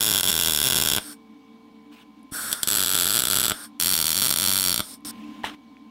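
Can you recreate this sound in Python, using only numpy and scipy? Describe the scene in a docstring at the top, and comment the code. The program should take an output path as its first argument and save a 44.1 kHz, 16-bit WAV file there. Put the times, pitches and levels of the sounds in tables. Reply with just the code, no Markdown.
"""Shielding gas hisses over the hum of a welder's fan, and at once sharp pops crackle in quick succession.
A wire-fed torch tacks steel parts on a bench in three bursts: each time a molten droplet breaks its short
circuit the arc relights with a crack, rings the joint and fizzes. The gas is filtered noise, the welder is
noise and steady tones, a pop is an impulse with damped resonances, echoes and a reverberant tail.
Rubbing gloves, a rattling part and small ticks are enveloped noise and short dying tones."""
import sys
import numpy as np
from scipy import signal
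from scipy.fft import irfft
from scipy.io import wavfile
from scipy.ndimage import uniform_filter1d

SR = 44100
rng = np.random.default_rng(int(sys.argv[2]) if len(sys.argv) > 2 else 0)


def waveform_to_disk(signal):
    """Save audio, clipped to [-1, 1], as 16-bit WAV at the path in sys.argv[1]."""
    frames = np.transpose(np.atleast_2d(signal))
    scaled = np.clip(frames, -1, 1) * 32767
    samples = np.round(scaled).astype(np.int16)
    wavfile.write(sys.argv[1], SR, samples)


N = 260190  # samples in the scene


def gain_of(db):
    """Logarithmic level: decibels to amplitude."""
    return 10 ** (np.asarray(db) / 20)


def evened(x):
    """Power normalisation: scales to rms 1."""
    return x / np.sqrt(np.mean(x ** 2) + 1e-20)


def read(points, hz):
    """Spectral interpolation: a table read on a logarithmic frequency axis at hz."""
    f, value = np.transpose(points)
    return np.interp(np.log(hz + 1), np.log(f + 1), value)


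def add(mix, s, sound):
    """Superposition: adds a sound into the mix at s seconds."""
    part = mix[round(s * SR):][:len(sound)]
    part += sound[:len(part)]


def held(start, stop, db, rise_s, fall_db_per_s):
    """Envelope: amplitude rises linearly at start, holds until stop, then decays exponentially."""
    t = np.arange(N) / SR
    rise = np.clip((t - start) / rise_s, 0, 1)
    return rise * gain_of(db - fall_db_per_s * np.maximum(t - stop, 0))


def hiss(colour, patchy_db, flicker_db):
    """Turbulence: noise of rms 1 from random short spectra; colour maps Hz to gain."""
    frames, hz = N // 128 + 5, np.fft.rfftfreq(512, 1 / SR)
    real, imaginary, patches = rng.standard_normal((frames, 257, 3)).T
    # patches span several frequencies and frames; the flicker moves whole frames
    patches = uniform_filter1d(patches, size=6, axis=0)
    patches = evened(uniform_filter1d(patches, size=14, axis=1))
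    uneven_db = patchy_db * patches + flicker_db * rng.standard_normal(frames)
    spectra = (real + 1j * imaginary) * colour(hz)[:, None] * gain_of(uneven_db)
    return evened(signal.istft(spectra, nperseg=512, noverlap=384)[1][:N])


def jet(modes):
    """Pipe resonance: smooth flow noise coloured by the resonances of the nozzle."""
    # Smooth jet noise. Each row: frequency in Hz, relative level in dB.
    jet_spectrum = [(300, -10), (1000, -9), (2800, -17.5), (6800, -15), (11000, -11.5), (16000, -16)]

    def colour(hz):
        pipe = sum(gain_of(db) / (1 + (2 * (hz - f) / width) ** 2) for f, width, db in modes)
        return pipe + gain_of(read(jet_spectrum, hz))
    return hiss(colour, patchy_db=1.2, flicker_db=.6)


def gas():
    """Jet turbulence: steady flow, first surge and a low rush at the joint."""
    # Steady gas hiss. Each row: start and end in seconds, hiss and low rush in dB, fall in dB/s.
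    stretches = [(0, 1.13, -41.5, -52, 750), (2.53, 3.655, -40.5, -47, 700), (3.798, 4.945, -41, -62, 750),
                 (5.049, 5.11, -35, -53, 5000)]
    # First gas surging out, nozzle close to the joint: opens and eases in seconds, hiss and rush in dB.
    opens, eases, hiss_db, rush_db = (2.311, 2.515, -31, -38)
    # Nozzle in steady flow. Each row: resonance in Hz, width in Hz, relative level in dB.
    steady_modes = [(3540, 650, -8), (4450, 400, -9), (5300, 540, -1.5), (8500, 400, -2.5), (9100, 1000, 1),
                    (12500, 1300, -10)]
    # Nozzle in the surge. Each row: resonance in Hz, width in Hz, relative level in dB.
    surge_modes = [(3530, 450, -6), (4450, 400, -8), (5500, 500, -4.5), (7900, 400, -0.5), (8700, 600, -2),
                   (9500, 700, -1), (10700, 500, -4.5), (12500, 1200, -4.5)]
    # Low rush: centre in Hz, width in Hz.
    rush_hz, rush_width_hz = (1480, 450)
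    steady_rise_s, surge_rise_s = .002, .04
    surge_fall_db_per_s, rush_fall_db_per_s = 170, 200

    def band(hz):
        return 1 / (1 + (2 * (hz - rush_hz) / rush_width_hz) ** 2)
    rush = hiss(band, patchy_db=1.2, flicker_db=.6)
    flow = sum(held(a, b, db, steady_rise_s, fall) for a, b, db, _, fall in stretches)
    low = sum(held(a, b, db, steady_rise_s, fall) for a, b, _, db, fall in stretches)
    surge = held(opens, eases, hiss_db, surge_rise_s, surge_fall_db_per_s)
    low = low + held(opens, eases, rush_db, surge_rise_s, rush_fall_db_per_s)
    return flow * jet(steady_modes) + surge * jet(surge_modes) + low * rush


def welder():
    """Broadband and tonal machine noise: fan air, narrow noisy humps and slightly unsteady tones."""
    # Air noise of the fan. Each row: frequency in Hz, relative level in dB.
    air_spectrum = [(24, -65), (40, -26.5), (144, -23.5), (276, -5), (363, -28.5), (444, -16), (542, -19.5),
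                    (1040, -17.5), (1410, -26.5), (2260, -27), (2440, -26.5), (3470, -23.5), (16000, -61)]
    # Broad fan humps. Each row: centre in Hz, level in dB before the common gain, width in Hz.
    humps = [(224.7, -56, 27), (267.7, -60.5, 9.2), (294, -56.5, 15)]
    # Steady motor and transformer tones: frequencies in Hz.
    tones_hz = [59.5, 120, 446.8, 764.4, 829, 909, 1018, 1039, 1082, 2229, 2270]
    # Their mean levels ahead of the common gain. Each row: dB before and dB after about 2 s,
    # when some tones fade and others shift in level.
    tone_levels = [(-80.5, -78), (-78.5, -78.5), (-63, -76), (-74.5, -74), (-76, -83), (-80, -80),
                   (-74, -78), (-66, -64.5), (-82, -81), (-76.5, -80), (-72.5, -74.5)]
    # The whine near 1 kHz sags: tone in Hz, start and end in seconds, drop in Hz.
    whine, dips, rises, drop = (1039, 1.73, 2.12, 19)
    # Hum sinks under the welds and is louder for half a second after 5.05 s.
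    # Each row: start and end in seconds, change in dB.
    changes = [(0, 1.04, -4), (2.5, 3.56, -3), (3.8, 4.86, -9), (5.048, 5.55, 8), (5.55, 5.9, .6)]
    air_db, common_db = -62.5, 2.5  # air level ahead of the common gain
    tone_change_s = 2.05

    hz, t = np.fft.rfftfreq(N, 1 / SR), np.arange(N) / SR
    out = gain_of(air_db) * hiss(lambda f: gain_of(read(air_spectrum, f)), patchy_db=1.5, flicker_db=.8)
    for f, db, width in humps:
        noise = [1, 1j] @ rng.standard_normal((2, len(hz)))
        out += gain_of(db) * evened(irfft(noise / (1 + (2 * (hz - f) / width) ** 2), N))
    for f, (before_db, after_db) in zip(tones_hz, tone_levels):
        drift = np.interp(t, np.linspace(0, N / SR, 60), rng.standard_normal(60))
        start_turn = rng.random()
        db = np.interp(t, [tone_change_s, tone_change_s + .05], [before_db, after_db]) + 1.6 * drift
        lost_turns = (f == whine) * drop * np.clip(t - dips, 0, rises - dips)
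        turns = f * t - lost_turns + 0.13 * drift + start_turn
        out += gain_of(db) * np.sqrt(2) * np.sin(2 * np.pi * turns)
    change_db = sum(db * ((t >= a) & (t < b)) for a, b, db in changes)
    return gain_of(common_db + uniform_filter1d(change_db, size=200)) * out


def droplets():
    """Short-circuit transfer: all pops as rows of time in s, level in dB, dullness in dB."""
    # Steady runs of droplets. Each row: first pop in seconds, pops, gap in ms, mean level in dB.
    runs = [(0.0077, 7, 9.26, -16.5), (0.0696, 5, 9.82, -16.0), (0.116, 7, 10.44, -16.0),
            (0.186, 3, 11.46, -16.0), (0.2313, 5, 10.82, -17.0), (0.2829, 5, 5.14, -17.0),
            (0.3159, 7, 12.34, -16.5), (0.3986, 10, 12.22, -16.0), (0.5212, 9, 13.39, -16.0),
            (0.6395, 7, 7.71, -16.0), (0.7007, 2, 7.76, -16.0), (0.7223, 2, 8.91, -15.5),
            (0.7447, 2, 11.13, -17.0), (0.7612, 4, 8.15, -15.5), (0.7998, 2, 13.76, -16.0),
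            (0.8226, 3, 14.0, -15.5), (0.8594, 5, 13.74, -16.0), (0.9208, 4, 14.16, -16.5),
            (2.516, 1, 0.0, -24.0), (2.5284, 1, 0.0, -14.5), (2.6318, 1, 0.0, -13.5),
            (2.6739, 2, 10.77, -16.5), (2.6887, 2, 13.27, -18.0), (2.7125, 7, 9.59, -17.0),
            (2.7732, 8, 10.48, -16.5), (2.8609, 9, 10.54, -17.5), (2.9527, 11, 11.47, -16.0),
            (3.0763, 7, 9.99, -17.5), (3.1437, 5, 8.72, -16.5), (3.19, 2, 6.33, -16.0),
            (3.2037, 4, 16.37, -16.5), (3.2708, 2, 12.79, -17.0), (3.3007, 5, 10.51, -16.0),
            (3.3552, 3, 7.79, -16.0), (3.3857, 2, 12.31, -15.5), (3.4053, 2, 9.95, -17.0),
            (3.4298, 4, 8.5, -16.5), (3.4644, 3, 16.29, -16.5), (3.7998, 5, 11.48, -17.0),
            (3.8593, 8, 10.76, -16.0), (3.9401, 8, 12.23, -16.5), (4.0429, 8, 12.36, -16.5),
            (4.1458, 8, 10.33, -17.0), (4.2225, 7, 7.84, -16.5), (4.2823, 3, 11.21, -17.0),
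            (4.3107, 3, 14.3, -16.0), (4.3606, 4, 12.63, -16.5), (4.4095, 6, 10.15, -17.5),
            (4.4629, 17, 10.38, -16.5), (4.6395, 9, 10.97, -17.0), (4.7429, 3, 17.54, -16.0)]
    # The welds. Each row: arc established in seconds, last pop in seconds.
    welds = [(0, .9821), (2.674, 3.5179), (3.7999, 4.8036)]
    # The two last pops of a weld, as the current dies: levels in dB.
    dying_levels = (-19.5, -17.5)
    dying_gap_s, dying_dull_db = .0099, 13
    jitter_ms, spread_db = .3, .9
    # pops start bright and dull as the pool grows
    fresh_dull_db, dulling_db_per_s, dull_spread_db = -1.5, 2.5, 1.1

    # only runs of more than two pops are jittered
    rows = [(s + k * gap_ms / 1000, db, count > 2)
            for s, count, gap_ms, db in runs for k in range(int(count))]
    s, db, even = np.transpose(rows)
    late, size, tone = rng.standard_normal((len(s), 3)).T
    starts, ends = np.transpose(welds)
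    age_s = np.maximum(s - starts[np.searchsorted(ends, s)], 0)
    dull_db = fresh_dull_db + dulling_db_per_s * age_s + dull_spread_db * tone
    pop_s = s + even * late * jitter_ms / 1000
    burning_pops = np.transpose([pop_s, db + even * size * spread_db, dull_db])
    dying = [(end - ago, level, dying_dull_db)
             for end in ends for ago, level in zip((dying_gap_s, 0), dying_levels)]
    return np.vstack([burning_pops, dying])


def burning(drops, fizz_db=-17, fade_s=.005, touch_db=-9, spread_db=4.5):
    """Plasma noise: fizz decays after each pop; a small tick before it as the wire touches the pool."""
    # Fizz of the burning arc. Each row: frequency in Hz, relative level in dB.
    fizz = [(300, -14), (1500, -6), (3500, 1.5), (7000, -4.5), (11000, 0.5), (16000, -3.5)]
    t, lit, ticks = np.arange(N) / SR, np.zeros(N), np.zeros(N)
    chance = rng.random((len(drops), 2))
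    grit = rng.standard_normal((len(drops), 21))
    for (s, db, dull_db), (early, size), rough in zip(drops, chance, grit):
        add(lit, s, gain_of(db + fizz_db - dull_db) * np.exp(-t[:2000] / fade_s))
        tick = evened(np.diff(rough)) * np.hanning(20)
        touch_s = s - .0015 - .003 * early
        add(ticks, touch_s, gain_of(db + touch_db - 2 * spread_db * size) * tick)
    return lit * hiss(lambda f: gain_of(read(fizz, f)), patchy_db=2.0, flicker_db=2.0) + ticks


def arc(drops, wander_s=.00002, wobble_db=1.7, hold=1.02, rise_cycles=0.55, step=0.419):
    """Impulse excitation: every pop is a crack followed by the damped resonances of its joint."""
    # Nozzle, clamp, parts and bench colour a pop; one table for each place of the torch.
    # Each row: nominal resonance in Hz, nominal width in Hz, relative level in dB per unit width.
    joints = [
        [(222, 470, 2), (633, 83, -13.5), (976, 430, -11), (1500, 220, -4.5), (2080, 250, -16),
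         (2393, 300, -13), (2814, 220, -6), (3384, 425, 2), (3960, 260, -6.5), (4470, 80, -10), (4860, 240, -9),
         (5467, 550, -3.5), (6620, 140, -6.5), (7110, 280, -6), (7710, 1000, -7), (8600, 160, -11),
         (10020, 660, -2.5), (10250, 230, -10), (10950, 1100, -4.5), (11850, 120, -4), (12400, 170, -9),
         (11630, 440, -33), (13100, 300, -8.5), (14450, 500, -9), (13600, 570, -8.5), (13700, 180, -11.5),
         (15270, 170, -7)],
        [(222, 425, 1.5), (650, 87, -10.5), (910, 250, -16), (1360, 303, -1), (1750, 930, -9.5),
         (2220, 1020, -10), (2930, 118, -7.5), (3380, 490, 0), (3990, 140, -2.5), (4370, 1100, -5),
         (5100, 150, -8), (5640, 150, -8), (6070, 320, -11), (6930, 450, -15), (7280, 290, -6.5),
         (7915, 410, 3), (8770, 970, -14), (10150, 300, -8), (9740, 410, -3.5), (10630, 140, 1),
         (11160, 83, -8.5), (11560, 400, 0.5), (13900, 350, -5), (13000, 140, -12.5), (13400, 160, -20),
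         (14620, 200, -4), (15500, 440, -18.5)],
        [(180, 310, 4), (609, 180, -8.5), (914, 240, -14.5), (1350, 337, -3.5), (2070, 300, -13.5),
         (2194, 310, -9.5), (3454, 590, 0), (4070, 240, -1.5), (4517, 340, 3), (5200, 230, -12), (5590, 380, 1),
         (6060, 280, -18), (6500, 430, -9), (7020, 200, -7), (7480, 130, -3.5), (8500, 510, 1),
         (9940, 100, 1.5), (11070, 550, 2.5), (12700, 400, -8), (13520, 490, 1.5), (13000, 160, -9.5),
         (14700, 220, -5.5), (15500, 330, -9), (15720, 270, -16.5), (9250, 500, -9), (11750, 450, -6),
         (14150, 400, -5)],
    ]
    # The torch moves on: times in seconds.
    torch_moves = [2.0, 3.7]
    crack_db = 9  # over the ringing, less the dullness

    t, rings, cracks = np.arange(400) / SR, np.zeros(N), np.zeros(N)
    chance = rng.standard_normal((len(drops), 3, 30))
    crack = (1 - t / .00004) * np.exp(-t / .00004)
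    for (s, db, dull_db), (late, size, tune) in zip(drops, chance):
        hz, width, mode_db = np.transpose(joints[np.searchsorted(torch_moves, s)])[:, :, None]
        k = np.arange(len(hz))[:, None]
        # nothing here rings long
        width = np.maximum(width, 200 + hz / 80)
        # reflections keep arriving for a while, then stop rather suddenly
        shape = (1 - np.exp(-t * hz / rise_cycles)) * np.exp(-(width * t * hold) ** 3)
        # neighbouring resonances start nearly opposed, the lowest one inwards;
        # the arc wanders, so each path is a little early or late and a little detuned
        turns = .5 + step * k + hz * ((1 + 0.008 * tune[k]) * t + wander_s * late[k])
        treble_loss_db = dull_db * np.clip(np.log2(hz / 2500), 0, 1)
        strength = gain_of(mode_db + wobble_db * size[k] - treble_loss_db) * width * shape
        ring = (strength * np.sin(2 * np.pi * turns)).sum(0)
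        # the pop's level is the rms of its first 3 ms of ringing
        add(rings, s, gain_of(db) * ring / np.sqrt(np.mean(ring[:130] ** 2)))
        add(cracks, s, gain_of(db + crack_db - dull_db) * crack)
    return rings, cracks


def echoes(cracks):
    """Diffuse reflection: single bright echoes, each smeared over about half a millisecond."""
    # Echoes of each crack off nearby uneven things. Each row: delay in seconds, level in dB.
    nearby = [(.0045, -12.5), (.0067, -3.5), (.0095, -14), (.012, -14.5)]
    taps = np.zeros(800)
    for delay, db in nearby:
        rough = np.diff(rng.standard_normal(31)) * np.hanning(30)
        add(taps, delay, gain_of(db) * rough / np.linalg.norm(rough))
    return signal.fftconvolve(cracks, taps)[:N]


def shop(x):
    """Reverberation: sparse taps of random sign, each band dying at its own speed."""
    # Decay of the workshop. Each row: frequency in Hz, time to fall 60 dB in seconds.
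    decay = [(60, .06), (250, 0.25), (1000, .15), (4000, 0.18), (15000, 0.047)]
    tail_db = -14.5
    taps = np.zeros(SR // 2)
    at = np.arange(120, SR // 2 - 20, 12)
    taps[at + rng.integers(0, 12, len(at))] = rng.choice([-1., 1.], len(at))
    hz, t, z = signal.stft(taps, SR, nperseg=128)
    fading = gain_of(-60 * t / read(decay, hz)[:, None])
    tail = signal.istft(z * fading, SR, nperseg=128)[1]
    tail = gain_of(tail_db) * tail / np.linalg.norm(tail)
    return signal.fftconvolve(x, tail)[:N]


def handling():
    """Friction and impact: rubbing, a rattling part and ticks, each tick a short dying tone; the tick at 0.2265
    s is the wire touching the pool just before a pop."""
    # Gloves and cable rub. Each row: start and end in seconds, level in dB.
    rustles = [(1.91, 2.028, -54.5), (5.09, 5.548, -57.5)]
    # Rub of the glove. Each row: frequency in Hz, relative level in dB.
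    glove = [(300, -20), (800, 2), (1800, -0.5), (3000, 6), (4200, -5), (8000, -12.5), (16000, -16)]
    # A part set down rattles to rest. Each row: start and end in seconds, level in dB, fall in dB/s.
    rattles = [(5.4335, 5.435, -37, 700), (5.444, 5.47, -31.5, 430), (5.47, 5.548, -53, 3000)]
    # Part against bench. Each row: frequency in Hz, relative level in dB.
    bench = [(150, -10), (300, -6), (600, -8), (1100, -2.5), (2500, -5.5), (3600, -5), (4600, -17),
             (16000, -31.5)]
    # Small ticks and knocks. Each row: start in seconds, level in dB, frequency in Hz, decay in cycles.
    knocks = [(2.195, -58, 9100, 8), (2.231, -48.5, 10800, 10), (2.321, -27, 200, 0.57),
              (2.516, -40, 250, 1.8), (5.049, -21, 5900, 1.2), (5.24, -48, 2670, 22),
              (5.4415, -17, 900, 3.4), (5.4415, -20, 1820, 5.1), (1.923, -48, 1000, 2),
              (5.052, -50, 1066, 25), (.2265, -24, 9000, 3), (5.007, -54, 11000, 10),
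              (5.769, -41.5, 2300, 3)]
    rub_rise_s, rub_fall_db_per_s = .02, 900

    rub = sum(held(*row, rub_rise_s, rub_fall_db_per_s) for row in rustles)
    rattle = sum(held(a, b, db, .002, fall) for a, b, db, fall in rattles)
    out = rub * hiss(lambda f: gain_of(read(glove, f)), patchy_db=2.5, flicker_db=2.0)
    out += rattle * hiss(lambda f: gain_of(read(bench, f)), patchy_db=2.0, flicker_db=2.0)
    for s, db, hz, cycles in knocks:
        turns = np.arange(1200) / SR * hz
        add(out, s, gain_of(db) * np.sin(2 * np.pi * turns) * np.exp(-(turns / cycles) ** 2))
    return out


def scene():
    """Superposition: pops with their echoes over gas, hum and handling."""
    # The arc goes out once: start and end in seconds.
    goes_out, relights = (.2125, .23)
    drops = droplets()
    rings, cracks = arc(drops)
    pops, t = rings + cracks, np.arange(N) / SR
    out = (t > goes_out) & (t < relights)
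    # while the arc is out, echoes, tail, fizz and touch ticks are 7 dB quieter
    quieting = gain_of(-7 * uniform_filter1d(out * 1., size=60))
    after = (echoes(cracks) + shop(pops) + burning(drops)) * quieting
    return (pops + after + gas() + welder() + handling())[None]


def record(dry):
    """Transduction: microphone self-noise and bass cut, soft overload on the pops, then the band limit."""
    self_noise_db, bass_cut_hz, edge_hz = -76, 28, 15800
    knee = .65  # amplitude at which the microphone overloads
    mic = dry + gain_of(self_noise_db) * rng.standard_normal(dry.shape)
    mic = signal.lfilter(*signal.butter(2, bass_cut_hz, "high", fs=SR), mic)
    loud = knee * np.tanh(mic / knee)
    low_pass = signal.firwin(511, edge_hz, window=("kaiser", 9), fs=SR)
    return signal.oaconvolve(loud, low_pass[None], "same")


dry = scene()
out = record(dry)
waveform_to_disk(out)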